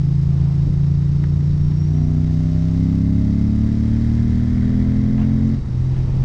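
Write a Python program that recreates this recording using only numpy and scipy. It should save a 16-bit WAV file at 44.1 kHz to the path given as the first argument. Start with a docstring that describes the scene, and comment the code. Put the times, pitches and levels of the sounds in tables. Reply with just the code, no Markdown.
"""Twin-cylinder motorcycle leaving a bend

Heard from the bike itself, the throttle opens in two steps, then shuts. Uneven firing pairs excite the
resonances of exhaust and airbox; gas rasps, valves clatter and the casing rings in step with them, at
levels set by engine speed and throttle. A gear whines, wind buffets and hisses, bumps knock the body."""
import sys
import numpy as np
from scipy import signal
from scipy.fft import rfft, irfft
from scipy.io import wavfile
from scipy.ndimage import uniform_filter1d

SR = 44100
rng = np.random.default_rng(int(sys.argv[2]) if len(sys.argv) > 2 else 0)


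def materialize(psi):
    """Save the field psi as 16-bit PCM at rate SR to the path in sys.argv[1].

    A 1-D psi becomes a single channel; in a 2-D psi each row is a channel.
    """
    bounded = np.clip(np.atleast_2d(psi).T, -1, 1)
    quanta = np.round(bounded * 32767).astype(np.int16)
    wavfile.write(sys.argv[1], SR, quanta)


N = 275184
TIME = np.arange(N) / SR
SECOND_FIRING = 3 / 8  # 270 degrees into the 720-degree four-stroke cycle


def undb(db):
    """Decibels to amplitude ratio."""
    return 10 ** (np.asarray(db) / 20)


def unit(x):
    """Normalisation to rms 1."""
    return x / np.sqrt(np.mean(x ** 2))


def level_at(hz, spectrum):
    """Interpolation of (frequency [Hz], level [dB]) points on a logarithmic frequency axis."""
    f, db = np.transpose(spectrum)
    return np.interp(np.log(np.maximum(hz, 1)), np.log(f), db)


def colour(x, spectrum):
    """Zero-phase filtering by a spectral envelope, to rms 1."""
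    hz = np.fft.rfftfreq(N, 1 / SR)
    return unit(irfft(rfft(x) * undb(level_at(hz, spectrum)) * (hz > 10), N))


def noise():
    """Gaussian white noise."""
    return rng.standard_normal(N)


def jitter(rate_hz):
    """Smoothed sample-and-hold noise, rms 1."""
    hold = int(SR / rate_hz)
    steps = np.repeat(noise()[:N // hold + 1], hold)
    return unit(uniform_filter1d(uniform_filter1d(steps, hold), hold)[:N])


def cyclic_noise(cycles, repeat, size=512):
    """Noise with a periodic part, as the same parts move in the same order every cycle."""
    pattern = np.interp(cycles % 1, np.arange(size) / size, rng.standard_normal(size), period=1)
    return repeat * pattern + noise()


def minimum_phase(spectrum):
    """Causality fixes a resonator's phase from its magnitude; radians in steps of 1 Hz."""
    cepstrum = irfft(np.log(undb(level_at(np.arange(SR // 2 + 1), spectrum))))
    return rfft(2 * cepstrum[:SR // 2], SR).imag


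def pulses(cycles, strokes, width):
    """Periodic Gaussian pulses, one for each (position [cycles], height)."""
    return sum(height * np.exp(-(((cycles - at + .5) % 1 - .5) / width) ** 2) for at, height in strokes)


def swells(table):
    return sum(height * np.exp(-((TIME - at) / width) ** 2) for at, height, width in table)


def surges(table):
    """Gaussian amplitude envelopes with their peaks given in dB."""
    return swells([(at, undb(db), width) for at, db, width in table])


def throttle_opening():
    """Each twist of the grip is a linear ramp; their sum runs from 0 (shut) to 1 (wide open)."""
    # twists of the grip: (time [s], change of opening [-1..1], duration [s])
    twists = [(1.849, .49, .11), (2.694, 0.6, 0.17), (5.525, -.99, .09)]
    opening = sum(change * np.clip((TIME - at) / length, 0, 1) for at, change, length in twists)
    return np.clip(opening, 0, 1)


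def drive_gain(hz, throttle, base_db, doubling_db, open_db, cruise_hz=27.3):
    """Amplitude follows a power law of engine speed, shifted in level by the throttle."""
    return undb(base_db + doubling_db * np.log2(hz / cruise_hz) + open_db * throttle)


def lull_db(at_s=5.65, depth_db=-14, half_width_s=0.072):
    """A Gaussian dip in level: the engine falls quiet just after the throttle shuts."""
    return swells([(at_s, depth_db, half_width_s)])


def exhaust_boom(hz, cycles, throttle, cam_hz=40.75, cam_width_hz=0.13, orders=26):
    """Source and filter: harmonics of two interfering firings drive the exhaust and airbox resonances."""
    # pipe response: (frequency [Hz], level shut [dB], level half open [dB], level wide open [dB])
    pipes = [(30.2, -42.5, -42.5, -26), (63.4, -40, -28.5, -21.5), (80.6, -28, -25.5, -20.5),
             (140, -20.5, -24, -19.5), (162.7, -24, -20.5, -16), (186.8, -33.5, -47, -27.5),
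             (215.3, -56, -31, -18), (254.7, -52.5, -31, -20), (288.3, -53.5, -42.5, -31.5),
             (335.5, -46, -50.5, -44), (383.6, -54.5, -48.5, -49.5), (566, -75.5, -77, -62.5),
             (607, -73, -50.5, -54), (860, -76.5, -72.5, -68.5)]
    # stressed and muted harmonics: (order [multiple of the cycle rate], gain [dB])
    accents = [(9, 4), (10, 3.5), (11, 2), (12, 5.5), (13, 3.5), (14, -1), (15, -2), (16, 1.5), (17, -12.5),
               (18, 5.5), (19, 1.5), (20, -9.5), (21, -6.5), (22, 3.5)]
    shut, half, wide = (np.array(pipes)[:, [0, k]] for k in (1, 2, 3))
    pipe_phase = minimum_phase(wide)
    to_half, to_wide = np.minimum(2 * throttle, 1), np.maximum(2 * throttle - 1, 0)
    # on the cam the loaded engine breathes freely: the boom swells and the middle orders bark
    on_cam = throttle * (1 + np.tanh((hz - cam_hz) / cam_width_hz)) / 2
    bark_db = -1.5 + 3.5 * throttle + 7 * on_cam
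    boom, power = 0, 0
    for k in range(1, orders + 1):
        f = k * hz
        # the pair favours orders 3, 5 and 8 and nearly cancels 4; higher up the two pulses differ
        pair = 1 + 0.98 / (1 + (f / 900) ** 2) * np.exp(-2j * np.pi * k * SECOND_FIRING)
        db = (1 - to_half) * level_at(f, shut) + (to_half - to_wide) * level_at(f, half)
        db += to_wide * level_at(f, wide)
        db += np.interp(k, *np.transpose(accents), left=0)
        db += bark_db * np.interp(f / 340, [.95, 1.08, 1.7, 2.2], [0.062, 0.83, 1, 0.43])
        amplitude = abs(pair) * undb(db)
        # the silencer's chambers delay the higher orders and smear each bang
        dispersion = (np.maximum(f - 420, 0) / 85) ** 2
        phase = np.angle(pair) + np.interp(f, np.arange(len(pipe_phase)), pipe_phase) - dispersion
        # combustion varies from cycle to cycle, most in the high orders
        scatter = undb((0.28 + k / orders) * jitter(21.95))
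        boom -= amplitude * scatter * np.cos(2 * np.pi * k * cycles + phase)
        power += amplitude ** 2 / 2
    gain = drive_gain(hz, throttle, base_db=-15.5, doubling_db=-4.5, open_db=1.53)
    return boom / np.sqrt(power) * gain * undb(0.93 * on_cam + lull_db())


def gas_rasp(hz, cycles, throttle):
    """Pulsating flow: gas rasps through the ports at each stroke, in harder puffs under load."""
    # flow noise spectrum: (frequency [Hz], relative level [dB])
    spectrum = [(250, -17.5), (400, 2), (620, 1.5), (800, 1.5), (1100, -1), (1350, -2.5), (1600, -13),
                (2500, -24.5), (5000, -41.5)]
    puffs = pulses(cycles, [(0, .9), (SECOND_FIRING, 1), (2 * SECOND_FIRING, .7)], width=0.049)
    flow = cyclic_noise(cycles, repeat=.25)
    envelope = 0.76 + puffs * (0.46 + 0.5 * throttle) * undb(2.2 * jitter(70))
    gain = drive_gain(hz, throttle, base_db=-50.5, doubling_db=1.6, open_db=-.8)
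    return colour(flow * envelope, spectrum) * gain


def valve_clatter(hz, cycles, throttle, rattle_hz=40.5, rattle_width_hz=4.0):
    """Impact noise: combustion and valve gear rattle the casing, hardest under load near one speed."""
    # clatter spectrum: (frequency [Hz], relative level [dB])
    spectrum = [(900, -22.5), (1500, 1.5), (1850, 5.5), (1960, 5), (2080, 3.5), (2300, -3.5), (2700, -21.5),
                (3300, -4), (3750, -19), (4200, -24), (5200, -21.5), (9000, -35)]
    strikes = pulses(cycles, [(0, .75), (SECOND_FIRING, 1), (2 * SECOND_FIRING, .45)], width=0.056)
    impacts = cyclic_noise(cycles, repeat=0.13) * (0.7 + strikes * undb(2 * jitter(90)))
    rattle_db = 8 * throttle * np.exp(-((hz - rattle_hz) / rattle_width_hz) ** 2)
    gain = drive_gain(hz, throttle, base_db=-61, doubling_db=1.5, open_db=2.5)
    return colour(impacts, spectrum) * gain * undb(rattle_db)


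def gear_whine(hz, cycles, mesh_order=188, wobble=.011):
    """Forced resonance: a ragged, throbbing mesh tone is loud only while it crosses a gearbox mode."""
    # gearbox modes: (frequency [Hz], bandwidth [Hz], level [dB])
    modes = [(5100, 170, -65), (5605, 230, -57)]
    mesh_hz = mesh_order * hz
    mesh_cycles = np.cumsum(mesh_hz * (1 + wobble * jitter(600))) / SR
    throb = 1 + .5 * np.cos(2 * np.pi * cycles)
    gain = sum(undb(db) / (1 + (2 * (mesh_hz - f) / width) ** 2) for f, width, db in modes)
    return gain * unit(np.sin(2 * np.pi * mesh_cycles) * throb * undb(3 * jitter(60)))


def modal_response(cycles, modes):
    """Narrow resonances filter noise that pulses at each firing; rms 1."""
    hz = np.fft.rfftfreq(N, 1 / SR)
    response = sum(undb(db) / (1 + 2j * (hz - f) / width) ** 2 for f, width, db in modes)
    blows = noise() * (0.65 + pulses(cycles, [(0, .7), (SECOND_FIRING, 1)], width=0.036))
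    return unit(irfft(rfft(blows) * response, N))


def casing_ring(hz, cycles, throttle):
    """Modal vibration: the firings keep the metal casing ringing; load brings out its lowest mode."""
    # casing modes: (frequency [Hz], bandwidth [Hz], relative level [dB])
    modes = [(2075, 110, 0), (3820, 200, -2), (4640, 140, -4)]
    gain = drive_gain(hz, throttle, base_db=-64, doubling_db=1.3, open_db=1.2)
    ring = modal_response(cycles, modes) * gain
    return ring + modal_response(cycles, modes[:1]) * undb(-61.5) * throttle


def air_hiss(cycles, grain_db=1.2, flicker_db=.3):
    """Amplitude-modulated noise: air and tyre hiss pulses with the firings, grainy with tiny ticks."""
    # hiss spectrum: (frequency [Hz], relative level [dB])
    spectrum = [(500, -2.5), (1500, 0.5), (2400, 0.5), (2950, -1), (3500, -2.5), (3850, 2), (4080, -1.5),
                (4650, 0.5), (4880, 0), (5250, 1.5), (6000, -2.5), (6900, -7.5), (8800, -14.5),
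                (10000, -27.5)]
    # passing rises of the hiss: (time [s], gain [dB], half width [s])
    rises = [(2.6, 2.5, 0.44), (4.1, 2, 0.62)]
    ticks = np.minimum(rng.exponential(size=N // 20 + 1), 6)
    grain = undb(grain_db * np.repeat(ticks, 20)[:N])
    pulsing = 1 + 0.44 * pulses(cycles, [(0, .5), (SECOND_FIRING, 1)], width=0.18)
    hiss = colour(noise() * grain * pulsing, spectrum) * undb(flicker_db * jitter(13))
    return hiss * undb(-53.5 + swells(rises) + 0.17 * lull_db())


def wind_buffet(hz, throttle):
    """Turbulent pressure fluctuations: eddies buffet the microphone, harder in gusts."""
    # eddy spectrum: (frequency [Hz], relative level [dB])
    spectrum = [(12, -2.5), (25, 1), (50, -2.5), (90, -2), (150, -6.5), (250, -15), (400, -27.5),
                (600, -36.5), (1200, -74.5)]
    # gusts: (time [s], peak level [dB], half width [s])
    gusts = [(.685, -20, 0.033), (1.4, -34.5, 0.29), (4.95, -30, 0.68), (5.69, -27, 0.0082),
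             (6.22, -27, 0.25)]
    steady = drive_gain(hz, throttle, base_db=-27, doubling_db=4.1, open_db=-2.6)
    return colour(noise(), spectrum) * (steady + surges(gusts))


def air_rush():
    """Broadband flow noise: air sweeps past in brief rushes, brighter than the buffeting."""
    # rush spectrum: (frequency [Hz], relative level [dB])
    spectrum = [(200, 1), (450, 6), (900, 4), (1500, -10.5), (3000, -10.5), (8000, -37.5)]
    # rushes of air: (time [s], peak level [dB], half width [s])
    rushes = [(.43, -47, .2), (5.21, -42, 0.031), (5.97, -46.5, 0.088), (6.2, -45, 0.14)]
    return colour(noise(), spectrum) * surges(rushes)


def bodywork_knocks():
    """Damped vibration: each bump makes the bodywork clack and decay exponentially."""
    # bumps: (time [s], level [dB], decay time [s])
    bumps = [(.745, -47, .006), (.835, -43, .008), (1.239, -32, .005), (1.72, -45, .005), (3.95, -46, .012),
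             (5.18, -41, .03), (5.215, -41, .025), (5.965, -45, .02)]
    # bodywork response: (frequency [Hz], relative level [dB])
    spectrum = [(200, 3), (600, 4), (1200, 0), (1900, 0), (2800, -6), (3600, -15), (5000, -23), (9000, -36)]
    envelope = sum(undb(db) * (TIME >= at) * np.exp(-abs(TIME - at) / decay) for at, db, decay in bumps)
    return envelope * colour(noise(), spectrum)


def scene():
    """Superposition of engine, wind and road at the rider's position."""
    # engine speed: (time [s], four-stroke cycle rate [Hz])
    speed = [(0.0, 27.2), (0.44, 27.6), (1.57, 29.08), (2.12, 30.6), (3.2, 34.4), (3.94, 37.67),
             (5.04, 42.61), (5.51, 44.1), (5.64, 43.63), (5.71, 41.64), (5.76, 41.65), (5.9, 43.1),
             (6.05, 43.37)]
    hz = np.interp(TIME, *np.transpose(speed))
    throttle = throttle_opening()
    cycles = np.cumsum(hz * (1 + 0.0013 * jitter(25))) / SR
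    engine = exhaust_boom(hz, cycles, throttle) + gas_rasp(hz, cycles, throttle)
    engine += valve_clatter(hz, cycles, throttle) + gear_whine(hz, cycles)
    engine += casing_ring(hz, cycles, throttle)
    air = air_hiss(cycles) + wind_buffet(hz, throttle) + air_rush()
    return (engine + air + bodywork_knocks())[None]


def record(dry):
    """Band limiting: a steep elliptic low-pass filter removes the highest treble."""
    cutoff_hz = 9450
    return signal.sosfilt(signal.ellip(8, .2, 70, cutoff_hz, fs=SR, output="sos"), dry)


dry = scene()
out = record(dry)
materialize(out)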